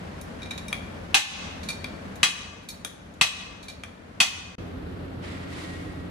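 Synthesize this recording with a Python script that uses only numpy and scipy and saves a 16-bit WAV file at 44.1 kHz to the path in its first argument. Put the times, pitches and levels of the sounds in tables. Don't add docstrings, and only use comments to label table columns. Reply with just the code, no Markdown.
import sys
import numpy as np
from scipy import signal
from scipy.fft import rfft, irfft
from scipy.io import wavfile
from scipy.ndimage import uniform_filter1d, minimum_filter1d

SR = 44100
rng = np.random.default_rng(int(sys.argv[2]) if len(sys.argv) > 2 else 0)


def master(y):
    cut = np.clip(np.atleast_2d(y).T, -1, 1)
    pcm = np.round(cut * 32767)
    wavfile.write(sys.argv[1], SR, pcm.astype(np.int16))


N = 269010
SILENCE_START_S, SILENCE_END_S = 4.554, 4.582


def amp(db):
    return 10 ** (np.asarray(db) / 20)


def evened(x):
    return x / np.sqrt(np.mean(x ** 2) + 1e-20)


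def read(points, hz):
    f, value = np.transpose(points)
    return np.interp(np.log(hz + 1), np.log(f + 1), value)


def add(mix, s, sound):
    part = mix[:, round(s * SR):][:, :sound.shape[1]]
    part += sound[:, :part.shape[1]]


def fade(t, t60):
    return np.exp(-np.log(1000) * t / t60)


def drift(rate_hz):
    hz = np.fft.rfftfreq(N, 1 / SR)
    spectrum = rfft(rng.standard_normal(N)) * np.exp(-(hz / rate_hz) ** 2)
    return evened(irfft(spectrum, N))


def tilt(hz, slope_db):
    return slope_db * np.log2(max(hz, 2000) / 3000)


def tilted(colour, slope_db):
    return [(hz, db + tilt(hz, slope_db)) for hz, db in colour]


# [f/Hz, likeness from -1 to 1, clipped to that range]
LIKENESS = [(40, 1.2), (90, 0.76), (180, 1.04), (350, 0.21), (600, -0.1), (1500, -0.21), (5000, 0.11),
            (14000, 0)]
# [f/Hz, level/dB of left over right]
BALANCE = [(60, 1), (300, 0.5), (650, 7), (1300, 1.5), (2400, 1.5), (4400, -2), (8000, -3.5), (15000, 1)]


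def noise(colour, size):
    hz = np.fft.rfftfreq(size, 1 / SR)
    a, b = rfft(rng.standard_normal((2, size)))
    same = np.clip(read(LIKENESS, hz), -1, 1)
    half_lean_db = read(BALANCE, hz) / 2
    left = a * amp(half_lean_db)
    right = (same * a + np.sqrt(1 - same ** 2) * b) * amp(-half_lean_db)
    return evened(irfft(np.array([left, right]) * amp(read(colour, hz)), size))


def ring(modes, t, tilt_db, spread, detune):
    out = np.zeros((2, len(t)))
    side = np.array([[.5], [-.5]])
    for hz, db, t60 in modes:
        lag = side * spread * min(hz / 2500, 1) * rng.choice([-1, 1])
        phase = 2 * np.pi * rng.random() + lag
        level_db = db + tilt_db * np.log2(hz / 3000) + side * read(BALANCE, hz)
        pitch_hz = hz * (1 + detune * rng.uniform(-1.6, 1))
        out += amp(level_db) * fade(t, t60) * np.sin(2 * np.pi * pitch_hz * t + phase)
    return out


# [f/Hz, relative level/dB]
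FAR_COLOUR = [(12, -43), (20, -16.5), (80, -2), (129, -9.5), (185, -2.5), (372, -12.5), (519, -11),
              (834, -17), (1720, -19), (1870, -20.5), (8640, -42.5), (9660, -40), (11700, -55),
              (13100, -45), (15500, -68)]
# [f/Hz, relative level/dB]
NEAR_COLOUR = [(12, -56), (20, -14), (76, -2.5), (180, -6.5), (225, -9), (266, -3.5), (958, -21),
               (1340, -20), (1980, -25), (2400, -29), (2610, -29), (4190, -35), (6190, -46), (13100, -49.5),
               (15500, -87)]
# [multiple of the motor frequency, rms level/dB before wavering and distance]
HUM_PARTIALS = [(1, -50.5), (2, -53.5), (3, -56), (7, -72)]
MOTOR_HZ = 88.06
FAR_DB, NEAR_DB = -38.5, -37.5
HUM_FAR_DB, HUM_NEAR_DB = 0.5, 6
SINK_AT_S, SINK_S, SINK_DB = 2.2, 0.25, -7


def machine():
    t = np.arange(N) / SR
    near = t > SILENCE_START_S
    roar = np.where(near, amp(NEAR_DB) * noise(NEAR_COLOUR, N), amp(FAR_DB) * noise(FAR_COLOUR, N))
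    roar = roar * amp(0.59 * drift(50))
    turns = np.cumsum(MOTOR_HZ * (1 + 0.0083 * drift(4.06))) / SR
    hum = np.zeros(N)
    for multiple, db in HUM_PARTIALS:
        wave = np.sin(2 * np.pi * (round(multiple) * turns + rng.random()))
        hum += amp(db + 0.49 * drift(13)) * np.sqrt(2) * wave
    hum = hum * amp(np.where(near, HUM_NEAR_DB, HUM_FAR_DB))
    sunk = np.clip((t - SINK_AT_S) / SINK_S, 0, 1) * ~near
    return amp(SINK_DB * sunk) * (roar + hum)


# [f/Hz, relative level/dB]
SIZZLE_COLOUR = [(300, -0.5), (900, 1.5), (2100, 1.5), (4000, -3.5), (6000, -12), (10500, -16),
                 (12000, -36), (13500, -23), (15500, -49)]
# [f/Hz, width/Hz, boost level/dB]
SIZZLE_RINGS = [(1055, 40, 7), (1900, 24, 21), (2035, 22, 12), (2190, 18, 17)]
# [t/s, rise/s, top level/dB, fall/(dB/s), brightness/(dB/octave), squeal share at the start 0-1]
SWELLS = [(5.21, 0.037, -41.5, 24, -1.5, 0.17), (5.46, 0.15, -41, 42, 1, 0.27)]
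SQUEAL_GROWTH_PER_S = 6.7


def sizzle():
    hz, out = np.fft.rfftfreq(N, 1 / SR), np.zeros((2, N))
    rings_db = sum(db / (1 + (2 * (hz - centre) / width) ** 2) for centre, width, db in SIZZLE_RINGS)
    for s, rise, top_db, fall_db, slope_db, squeal in SWELLS:
        age = np.arange(N) / SR - s
        plain = noise(tilted(SIZZLE_COLOUR, slope_db), N)
        ringing = irfft(rfft(plain) * amp(rings_db), N)
        share = np.clip(squeal * (1 + SQUEAL_GROWTH_PER_S * age), 0, 1)
        level = np.clip(age / rise, 0, 1) * amp(top_db - fall_db * np.maximum(age - rise, 0))
        out += level * (plain + share * (ringing - plain))
    return out * amp(1.0 * drift(29))


# [f/Hz before detuning, relative level/dB, t60/s before the hand damps it]
TOOL_MODES = [(2370, 1, 0.13), (3280, -21, 0.029), (3783, -2, 0.062), (3864, -5, 0.078), (4460, -8, 0.064),
              (5380, -11.5, 0.17), (6120, -14, .08), (6290, -13, 0.057), (6850, -19, 0.033),
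              (8010, -13, 0.084), (9660, -10, 0.045), (9650, -5, 0.028), (10710, -8.5, 0.031),
              (13820, -14, .025)]
SPOT_DB, SPOT_WIDTH_HZ = 10.5, 200


def tool_ring(t, slope_db, spot_hz, spread, detune):
    modes = []
    for hz, db, t60 in TOOL_MODES:
        favour_db = SPOT_DB * np.exp(-((hz - spot_hz) / SPOT_WIDTH_HZ) ** 2)
        modes.append((hz, db + favour_db + 1.4 * rng.standard_normal(), t60))
    tone = ring(modes, t, slope_db, spread, detune)
    return tone / tone[:, :SR // 100].std()


# [f/Hz, relative level/dB]
GRIT_COLOUR = [(500, 5), (2400, 8), (3100, 6), (3900, 16), (4900, 1), (6800, 8.5), (8900, -10.5),
               (9700, 7.5), (11500, -24), (12700, 2), (14000, -25), (15600, -17)]


def touch(contact_s, slope_db, ring_db, spot_hz):
    t = np.arange(SR // 4) / SR
    contact = np.exp(-t / contact_s)
    tone = tool_ring(t, slope_db - 0.5, spot_hz, spread=0.7, detune=0.0049) * (1 - contact ** 4)
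    tone *= fade(t, 0.16)
    grit_level = (contact + amp(-4.5) * fade(t, 0.0092)) * (1 - fade(t, 0.012))
    grit = noise(tilted(GRIT_COLOUR, slope_db), len(t)) * grit_level
    return amp(ring_db) * tone + grit


# [t/s, level/dB, brightness/(dB/octave), ring level/dB against the grit]
CLINKS = [(0.212, -40, 11, -3.5), (0.418, -41.5, -2.5, 2), (0.43, -36.5, -3, 0), (0.458, -39, -5, -1),
          (0.508, -28, -1.5, -1.5), (0.5771, -29, 0, -12), (0.6813, -41, 3, 7), (2.156, -41.5, 8, -8),
          (3.138, -50, 5, -17)]


def clinks():
    out = np.zeros((2, N))
    for s, level_db, slope_db, ring_db in CLINKS:
        add(out, s, amp(level_db) * touch(0.006, slope_db, ring_db, spot_hz=3630))
    return out


# [landing t/s, landing level/dB, brightness/(dB/octave), graze level/dB against the landing]
SKIDS = [(1.6867, -27.5, 0.5, -13), (2.687, -35, 5.5, -26), (3.683, -37, 1, -8)]
GRAZE_LEAD_S, GRAZE_CONTACT_S = 0.056, 0.02
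BOUNCE_S, BOUNCE_DB, SKID_CONTACT_S = 0.0145, -3.5, 0.0089


def skids():
    out = np.zeros((2, N))
    for s, level_db, slope_db, graze_db in SKIDS:
        graze = (-GRAZE_LEAD_S, graze_db, GRAZE_CONTACT_S)
        landing = (0, 0, SKID_CONTACT_S)
        bounce = (BOUNCE_S, BOUNCE_DB, SKID_CONTACT_S)
        for delay, db, contact_s in (graze, landing, bounce):
            sound = touch(contact_s, slope_db, ring_db=2.5, spot_hz=4480)
            add(out, s + delay, amp(level_db + db) * sound)
    return out


# [t/s, level/dB, brightness/(dB/octave), ring level/dB against the clack, favoured mode f/Hz]
KNOCKS = [(0.7285, -23.5, -0.5, 1, 2380), (1.8436, -27, -6.5, -1, 4480), (2.8482, -23.5, 2.5, -8, 6160),
          (3.8359, -31, 0.5, -4, 2380)]
# [f/Hz, relative level/dB]
CLACK_COLOUR = [(200, -20), (800, 0), (1700, 2.5), (2300, -7), (2800, -25.5), (3350, 12), (4100, -15),
                (6500, -6), (9000, -19.5), (9900, -3.5), (11500, -29), (13300, -19), (16000, -44)]
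KNOCK_RING_TILT_DB = -0.5


def knocks():
    out, t = np.zeros((2, N)), np.arange(SR // 4) / SR
    for s, level_db, slope_db, ring_db, spot_hz in KNOCKS:
        tone = tool_ring(t, slope_db + KNOCK_RING_TILT_DB, spot_hz, spread=.4, detune=0.0028)
        tone = tone * fade(t, 0.043)
        clack = noise(tilted(CLACK_COLOUR, slope_db), len(t)) * fade(t, 0.022) * (1 - fade(t, 0.0007))
        add(out, s, amp(level_db) * (clack + amp(ring_db) * tone))
    return out * amp([[1.2], [-1.2]])


# [t/s, force level/dB, rebound delay/s, rebound level/dB against the blow, brightness/(dB/octave)]
BLOWS = [(1.1433, 2, 0.0044, 1.5, 0), (2.2304, -4.5, 0.0038, -7.5, -1), (3.2115, -4.5, .004, -4, -0.5),
         (4.2019, -6, 0.0056, -0.5, -0.5)]
# [f/Hz before detuning, relative level/dB, t60/s]
HEAD_MODES = [(1070, -26, 0.15), (1161, -15.5, 0.091), (1759, -14.5, 0.065), (1920, -10, 0.041),
              (2110, -18, 0.2), (2128, -21, 0.2), (2464, -7.5, 0.098), (2543, 0, 0.052), (2670, 3.5, 0.021),
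              (2826, -8, 0.038), (3002, 2, 0.032), (3308, -5, 0.092), (3584, -5, 0.034),
              (3840, -7.5, 0.067), (4270, -16.5, 0.14), (4314, -8.5, 0.037), (4566, -10.5, 0.074),
              (4955, -13.5, 0.075), (5040, -11.5, 0.037), (5300, -14, 0.06), (5760, -17, 0.086),
              (6070, -17, 0.08), (6405, -8.5, 0.027), (6380, -17, 0.031), (7400, -10, 0.031),
              (7800, -15, 0.069), (8370, -14, 0.09), (8600, -25, 0.024), (9230, -18.5, 0.063),
              (10340, -24, 0.068)]
# [f/Hz, relative level/dB]
CRACK_COLOUR = [(50, -24), (170, 4.5), (450, -12), (800, 3), (1500, -0.5), (2600, 6.5), (4000, 8.5),
                (6300, -21.5), (7500, -14), (10500, -2.5), (12000, -20), (14000, -11), (15500, -51)]
# [f/Hz, relative level/dB]
RATTLE_COLOUR = [(400, -16), (800, -9), (1500, -0.5), (2700, -1.5), (4300, -2.5), (6500, 4), (10500, -28),
                 (15000, -33)]
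HEAD_DB, CRACK_DB, RATTLE_DB = 1, 4, -8.5
CRACK_T60_S, RATTLE_T60_S = 0.028, 0.11


def blows():
    out, t = np.zeros((2, N)), np.arange(SR // 2) / SR
    for s, db, delay, rebound_db, tilt_db in BLOWS:
        head = ring(HEAD_MODES, t, tilt_db, spread=0.59, detune=0.0039) * (1 - fade(t, 0.0096))
        add(out, s, amp(db + HEAD_DB) * head)
        for at, hit_db in ((s, db), (s + delay, db + rebound_db)):
            crack = noise(CRACK_COLOUR, len(t)) * fade(t, CRACK_T60_S) * (1 - fade(t, 0.0088))
            rattle = noise(RATTLE_COLOUR, len(t)) * fade(t, RATTLE_T60_S) * (1 - fade(t, 0.0061))
            add(out, at, amp(hit_db) * (amp(CRACK_DB) * crack + amp(RATTLE_DB) * rattle))
    return out * amp([[1.2], [-1.2]])


def nearby(x, t60):
    t = np.arange(SR // 2) / SR
    taps = rng.standard_normal((2, len(t))) * fade(t, t60) * (t > .003)
    return signal.fftconvolve(x, taps / np.linalg.norm(taps[0]), axes=1)[:, :N]


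def hall(x):
    # [f/Hz, t60/s]
    t60 = [(200, 0.43), (1000, 1.15), (2800, 0.84), (6000, 0.85), (10000, 0.58), (15000, 0.35)]
    hz, t, z = signal.stft(rng.standard_normal((2, SR)), SR, nperseg=256)
    tail = signal.istft(z * fade(t, read(t60, hz)[:, None]), SR, nperseg=256)[1]
    tail = tail * (1 - np.exp(-np.arange(tail.shape[1]) / SR / 0.002))
    return signal.fftconvolve(x, tail / np.linalg.norm(tail[0]), axes=1)[:, :N]


def scene():
    background = machine() + sizzle()
    light = clinks() + skids() + knocks()
    heavy = blows()
    close_echoes = nearby(amp(-1) * heavy + amp(-4.5) * light, t60=0.22)
    hall_echoes = hall(amp(-15.0) * heavy + amp(-10.5) * light)
    near = np.arange(N) / SR > SILENCE_START_S
    turned = amp(np.array([[-.8], [.8]]) * near)
    return heavy + light + close_echoes + hall_echoes + turned * background


def limiter(x, ceiling_db, hold, recovery_db):
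    power_db = 10 * np.log10(abs(uniform_filter1d((x ** 2).mean(0), size=260)) + 1e-12)
    excess_db = np.maximum(power_db - ceiling_db, 0)
    span = max(int(hold * SR), 3)
    held_db = -minimum_filter1d(-excess_db, span, origin=(span - 1) // 2)
    fall = np.arange(N) / SR * recovery_db
    cut_db = np.maximum.accumulate(held_db + fall) - fall
    return x * amp(-uniform_filter1d(cut_db, size=100))


def record(dry):
    t = np.arange(N) / SR
    dry = signal.sosfilt(signal.butter(4, 34, "high", fs=SR, output="sos"), dry)
    limited = limiter(dry, ceiling_db=-11.5, hold=0.056, recovery_db=63)
    rounded = limited / (1 + (limited / .9) ** 4) ** (1 / 4)
    live = uniform_filter1d(1. * ((t < SILENCE_START_S) | (t > SILENCE_END_S)), size=100)
    out = rounded * np.maximum(live, amp(-33))
    low_pass = signal.firwin(255, 15500, window=("kaiser", 9), fs=SR)
    return signal.oaconvolve(out, low_pass[None], "same")


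dry = scene()
out = record(dry)
master(out)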